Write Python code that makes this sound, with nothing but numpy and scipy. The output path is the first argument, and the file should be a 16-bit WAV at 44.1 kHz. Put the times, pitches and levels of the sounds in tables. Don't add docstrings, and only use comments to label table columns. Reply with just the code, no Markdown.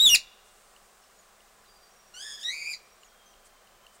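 import sys
import numpy as np
from scipy import signal
from scipy.fft import rfft, irfft, next_fast_len
from scipy.io import wavfile
from scipy.ndimage import map_coordinates

SR = 44100
rng = np.random.default_rng(int(sys.argv[2]) if len(sys.argv) > 2 else 0)


def store_pcm(level_fs):
    pcm = np.round(np.clip(level_fs, -1, 1) * 32767).astype(np.int16)
    wavfile.write(sys.argv[1], SR, np.atleast_2d(pcm).T)


N = 176400

# (frequency [Hz], relative level [dB])
RUSH_COLOUR = [(190, -35.5), (330, -3), (777, 1), (1110, 1), (2260, -8), (3850, -10.5), (7350, -13.5),
               (11200, -21.5), (15700, -15)]
RUMBLE_COLOUR = [(10, -20.5), (25, 4.5), (50, -10), (110, -16.5), (190, -13.5), (330, -14), (600, -37)]
HIGH_COLOUR = [(1500, -28.5), (5000, -3), (8500, 4.5), (11500, -8.5), (16000, -18.5)]
# (frequency [Hz], half width [Hz], depth [0-1])
HOLLOWS = [(302, 43, 0.7), (902, 60, .7)]
# (time [s], level [dB])
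HISS_LEVEL = [(0, -77.5), (.44, -69), (.46, -64), (1.1, -67.5), (4, -71.5)]

# (time [s], pitch [Hz])
SHRIEK_GLIDE = [(0, 3627), (.03, 3927), (.052, 3820), (.068, 3526), (.084, 3380), (.089, 3605),
                (.093, 3020), (.102, 2886), (.144, 2780), (.149, 2484), (.156, 2220), (.163, 1720)]
# (time [s], fundamental [dB], overtones [dB], roughness [0-1])
SHRIEK_SHAPE = [(.002, -16, -33, 0.05), (.04, -17, -29.5, 0.02), (.07, -12.5, -26, 0.01),
                (.094, -21, -25, .12), (.115, -20.5, -21, .06), (.143, -14.5, -24.5, .05),
                (.15, -18, -16, .3), (.16, -37, -17.5, 0)]
# (frequency [Hz], relative level [dB])
SHRIEK_COLOUR = [(3500, 14), (5600, -3.5), (7400, -0.5), (8700, -15), (10400, -3), (11400, -15),
                 (12500, -23), (14500, -16.5), (16000, -20)]
HAZE_COLOUR = [(25, 2.5), (100, -19.5), (170, -7.5), (260, -11.5), (3500, -13), (15000, -9.5)]
# (frequency [Hz], time to fall 60 dB [s])
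WALL_DECAY = [(500, 0.22), (2700, 0.12), (6000, 0.14), (14000, 0.098)]

# (time [s], level [dB])
TICK_HITS = [(0.763, -50), (1.037, -56.5), (1.405, -54.5), (2.432, -44), (3.033, -47.5), (3.339, -57),
             (3.673, -55.5), (3.866, -46)]
# (frequency [Hz], relative level [dB])
TICK_RING = [(2884, 1), (4250, -8.5), (8500, -17)]

# (time [s], length [s], from pitch [Hz], to pitch [Hz], level [dB])
FAR_CHIRPS = [(.99, .064, 5630, 5250, -69), (1.15, .1, 6900, 6560, -69), (1.655, .051, 4050, 3230, -66),
              (3.0, .073, 7500, 6300, -64.5), (3.25, .08, 6400, 5570, -66)]
FAR_LONG_NOTES = [(1.67, .22, 4760, 4735, -68), (1.78, 1.35, 5630, 5600, -71), (3.03, .8, 3270, 3060, -71),
                  (3.82, .165, 3065, 3035, -66)]

# (time [s], pitch [Hz], fundamental [dB], overtones [dB],
# overtone loss [dB/octave], trill depth [share of pitch])
RISING_SHAPE = [(2.142, 1410, -55.5, -46, 3, 0.0073), (2.18, 1520, -59, -46, -0.5, 0.019),
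                (2.22, 1660, -51, -39.5, 2.5, 0.033), (2.257, 1730, -47, -43, -0.5, 0.042),
                (2.308, 1700, -47, -40, 1.5, 0.047), (2.345, 1690, -62, -42.5, 4, 0.021),
                (2.385, 1710, -49, -48.5, 12, 0.05), (2.407, 1610, -69, -46, -0.5, 0.054),
                (2.445, 1875, -47, -34.5, 11, 0.017), (2.485, 1930, -40.5, -30.5, 12.5, .008),
                (2.51, 2090, -42, -40, 7, 0.049), (2.547, 2335, -37, -45.5, 4.5, 0.052),
                (2.634, 2290, -36.5, -42.5, 10, 0.046), (2.674, 2400, -33, -41, 9, 0.032),
                (2.72, 2420, -40.5, -38, 2.5, 0.029), (2.739, 2170, -44, -35, 24, 0.098)]
# (time [s], rate [Hz])
TRILL_SPEED = [(2.36, 125), (2.52, 161.8)]
# (frequency [Hz], relative level [dB])
THROAT_COLOUR = [(3400, 0), (3850, 6), (4300, -4), (4800, 0), (5750, 1), (7000, -2), (7800, -7), (9700, -8),
                 (11000, -17), (12100, -12), (13500, -26)]
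RASP_COLOUR = [(1200, -5), (8500, -0.5), (16000, -8.5)]

# (time [s], half length [s], level [dB])
RUSTLE_SWELLS = [(3.463, 0.013, -59), (3.953, 0.016, -61.5)]


def amp(db):
    return 10 ** (np.asarray(db) / 20)


def clock():
    return np.arange(N) / SR


def along(points, hz):
    freqs, values = np.transpose(points)
    return np.interp(np.log(hz + 1), np.log(freqs + 1), values)


def curves(rows):
    times, *columns = np.transpose(rows)
    return [np.interp(clock(), times, column) for column in columns]


def wobble(rate):
    return map_coordinates(rng.standard_normal(N // 8), [clock() * rate + 2], mode="wrap")


def filtered(x, response):
    size = next_fast_len(N + SR // 2)
    return irfft(rfft(x, size) * response(np.fft.rfftfreq(size, 1 / SR)), size)[:N]


def noise(colour):
    x = filtered(rng.standard_normal(N), lambda hz: amp(along(colour, hz)))
    return x / np.sqrt(np.mean(x ** 2) + 1e-20)


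def gate(start, end, attack_s, release_s):
    t = clock()
    return np.clip(1 + (t - start) / attack_s, 0, 1) * np.clip(1 - (t - end) / release_s, 0, 1)


def phase_of(hz):
    return 2 * np.pi * np.cumsum(hz) / SR


def tone(hz):
    return np.sqrt(2) * np.sin(phase_of(hz))


def harmonics(pitch, orders, gains):
    gains = gains * (orders * pitch < SR / 2)
    stack = np.sum(gains * np.sin(orders * phase_of(pitch)), axis=0)
    return np.sqrt(2) * stack / np.sqrt(np.sum(gains ** 2, axis=0) + 1e-20)


def background():
    def hollows(hz):
        dips = [1 - min(depth, 1) * np.exp(-((hz - centre) / width) ** 2)
                for centre, width, depth in HOLLOWS]
        return np.prod(dips, axis=0)

    rush = amp(-59.5) * noise(RUSH_COLOUR)
    rumble = amp(-69.5 + wobble(6.1)) * noise(RUMBLE_COLOUR)
    hum = amp(-81.5) * tone(hz=210 * (1 + .046 * wobble(47)))
    hiss = amp(curves(HISS_LEVEL)[0]) * noise(HIGH_COLOUR)
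    return filtered(rush + rumble, hollows) + hum + hiss


def shriek():
    jitter, flutter_db, haze_db = .007, 2, -23.5
    pitch = curves(SHRIEK_GLIDE)[0] * (1 + jitter * wobble(300))
    base_db, over_db, rough = curves(SHRIEK_SHAPE)
    orders = np.arange(2, 7)[:, None]
    flutter = amp(flutter_db * np.array([wobble(160) for _ in orders]))
    overtones = harmonics(pitch, orders, flutter * amp(along(SHRIEK_COLOUR, orders * pitch)))
    voice = amp(base_db) * tone(pitch) + amp(over_db) * overtones
    voice *= (1 + rough * wobble(1800)) / np.hypot(1, rough)
    haze = amp(haze_db) * np.hypot(amp(base_db), 2 * amp(over_db)) * noise(HAZE_COLOUR)
    return (voice + haze) * gate(SHRIEK_SHAPE[0][0], end=.16, attack_s=.0035, release_s=.0035)


def with_walls(x, wet_db):
    late_db, late_t60_s, delay_s = -30.5, .99, .0027
    hz, t, spectrum = signal.stft(rng.standard_normal(SR), SR, nperseg=256)
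    early = amp(-60 * t / along(WALL_DECAY, hz)[:, None])
    late = amp(late_db - 60 * t / late_t60_s) / (1 + (hz[:, None] / 7000) ** 2)
    echo = signal.istft(spectrum * (early + late), SR, nperseg=256)[1]
    echo *= np.arange(len(echo)) / SR > delay_s
    wet = signal.fftconvolve(x, echo / np.linalg.norm(echo))[:N]
    return (x + amp(wet_db) * wet) / np.sqrt(1 + amp(wet_db) ** 2)


def ticks():
    peak_s, snap_t60_s, snap_growth = .0017, .01, 1.3
    out, hiss = np.zeros(N), noise(HIGH_COLOUR)
    loudest_db = max(db for _, db in TICK_HITS)
    for start, db in TICK_HITS:
        t = np.maximum(clock() - start, 0)
        envelope = t / peak_s * np.exp((1 - (t / peak_s) ** 2) / 2)
        ring = sum(amp(level) * np.sin(2 * np.pi * hz * t) for hz, level in TICK_RING)
        snap_db = -1 + snap_growth * (db - loudest_db)
        snap = (t > 0) * amp(snap_db - 60 * t / snap_t60_s) * hiss
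        out += amp(db) * (envelope * ring + snap)
    return out


def far_whistles(notes, jitter):
    flicker_share, flicker_hz = .75, 90
    out = np.zeros(N)
    for start, length, from_hz, to_hz, db in notes:
        progress = np.clip((clock() - start) / length, 0, 1)
        pitch = (from_hz + (to_hz - from_hz) * progress) * (1 + jitter * wobble(330))
        phase = phase_of(pitch)
        flicker = wobble(flicker_hz) * np.sin(phase) + wobble(flicker_hz) * np.cos(phase)
        whistle = np.sqrt(1 - flicker_share) * tone(pitch) + np.sqrt(flicker_share) * flicker
        swell = (4 * progress * (1 - progress)) ** .25
        out += amp(db) * swell * whistle
    return out


def rising_call():
    jitter, trill_unevenness, pulse_depth = .008, .12, .4
    rasp_db, rasp_growth = -59, .44
    pitch, base_db, over_db, loss_db, depth = curves(RISING_SHAPE)
    trill_hz = curves(TRILL_SPEED)[0] * (1 + trill_unevenness * wobble(90))
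    trill = np.sin(phase_of(trill_hz))
    pitch *= 1 + depth * trill + jitter * wobble(700)
    orders = np.arange(2, 7)[:, None]
    throat = amp(along(THROAT_COLOUR, orders * pitch) - loss_db * np.log2(orders))
    voice = amp(base_db) * tone(pitch) + amp(over_db) * harmonics(pitch, orders, throat)
    rasp = amp(rasp_db + rasp_growth * (over_db - over_db.mean())) * noise(RASP_COLOUR)
    pulsing = 1 + pulse_depth * trill * depth / depth.max()
    envelope = gate(RISING_SHAPE[0][0], RISING_SHAPE[-1][0], attack_s=.0045, release_s=.0032)
    return envelope * pulsing * (voice + rasp)


def rustles():
    swells = sum(amp(db) * np.exp(-.5 * ((clock() - at) / half) ** 2) for at, half, db in RUSTLE_SWELLS)
    return swells * noise(HIGH_COLOUR)


def scene():
    cockatiel = with_walls(shriek(), wet_db=-10) + with_walls(rising_call(), wet_db=0)
    far_birds = far_whistles(FAR_CHIRPS, jitter=.00813) + far_whistles(FAR_LONG_NOTES, jitter=.006)
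    small_sounds = with_walls(ticks() + rustles(), wet_db=-23)
    return (background() + cockatiel + small_sounds + with_walls(far_birds, wet_db=1))[None]


def record(dry):
    return np.array([filtered(x, lambda hz: hz < 15800) for x in dry])


dry = scene()
out = record(dry)
store_pcm(out)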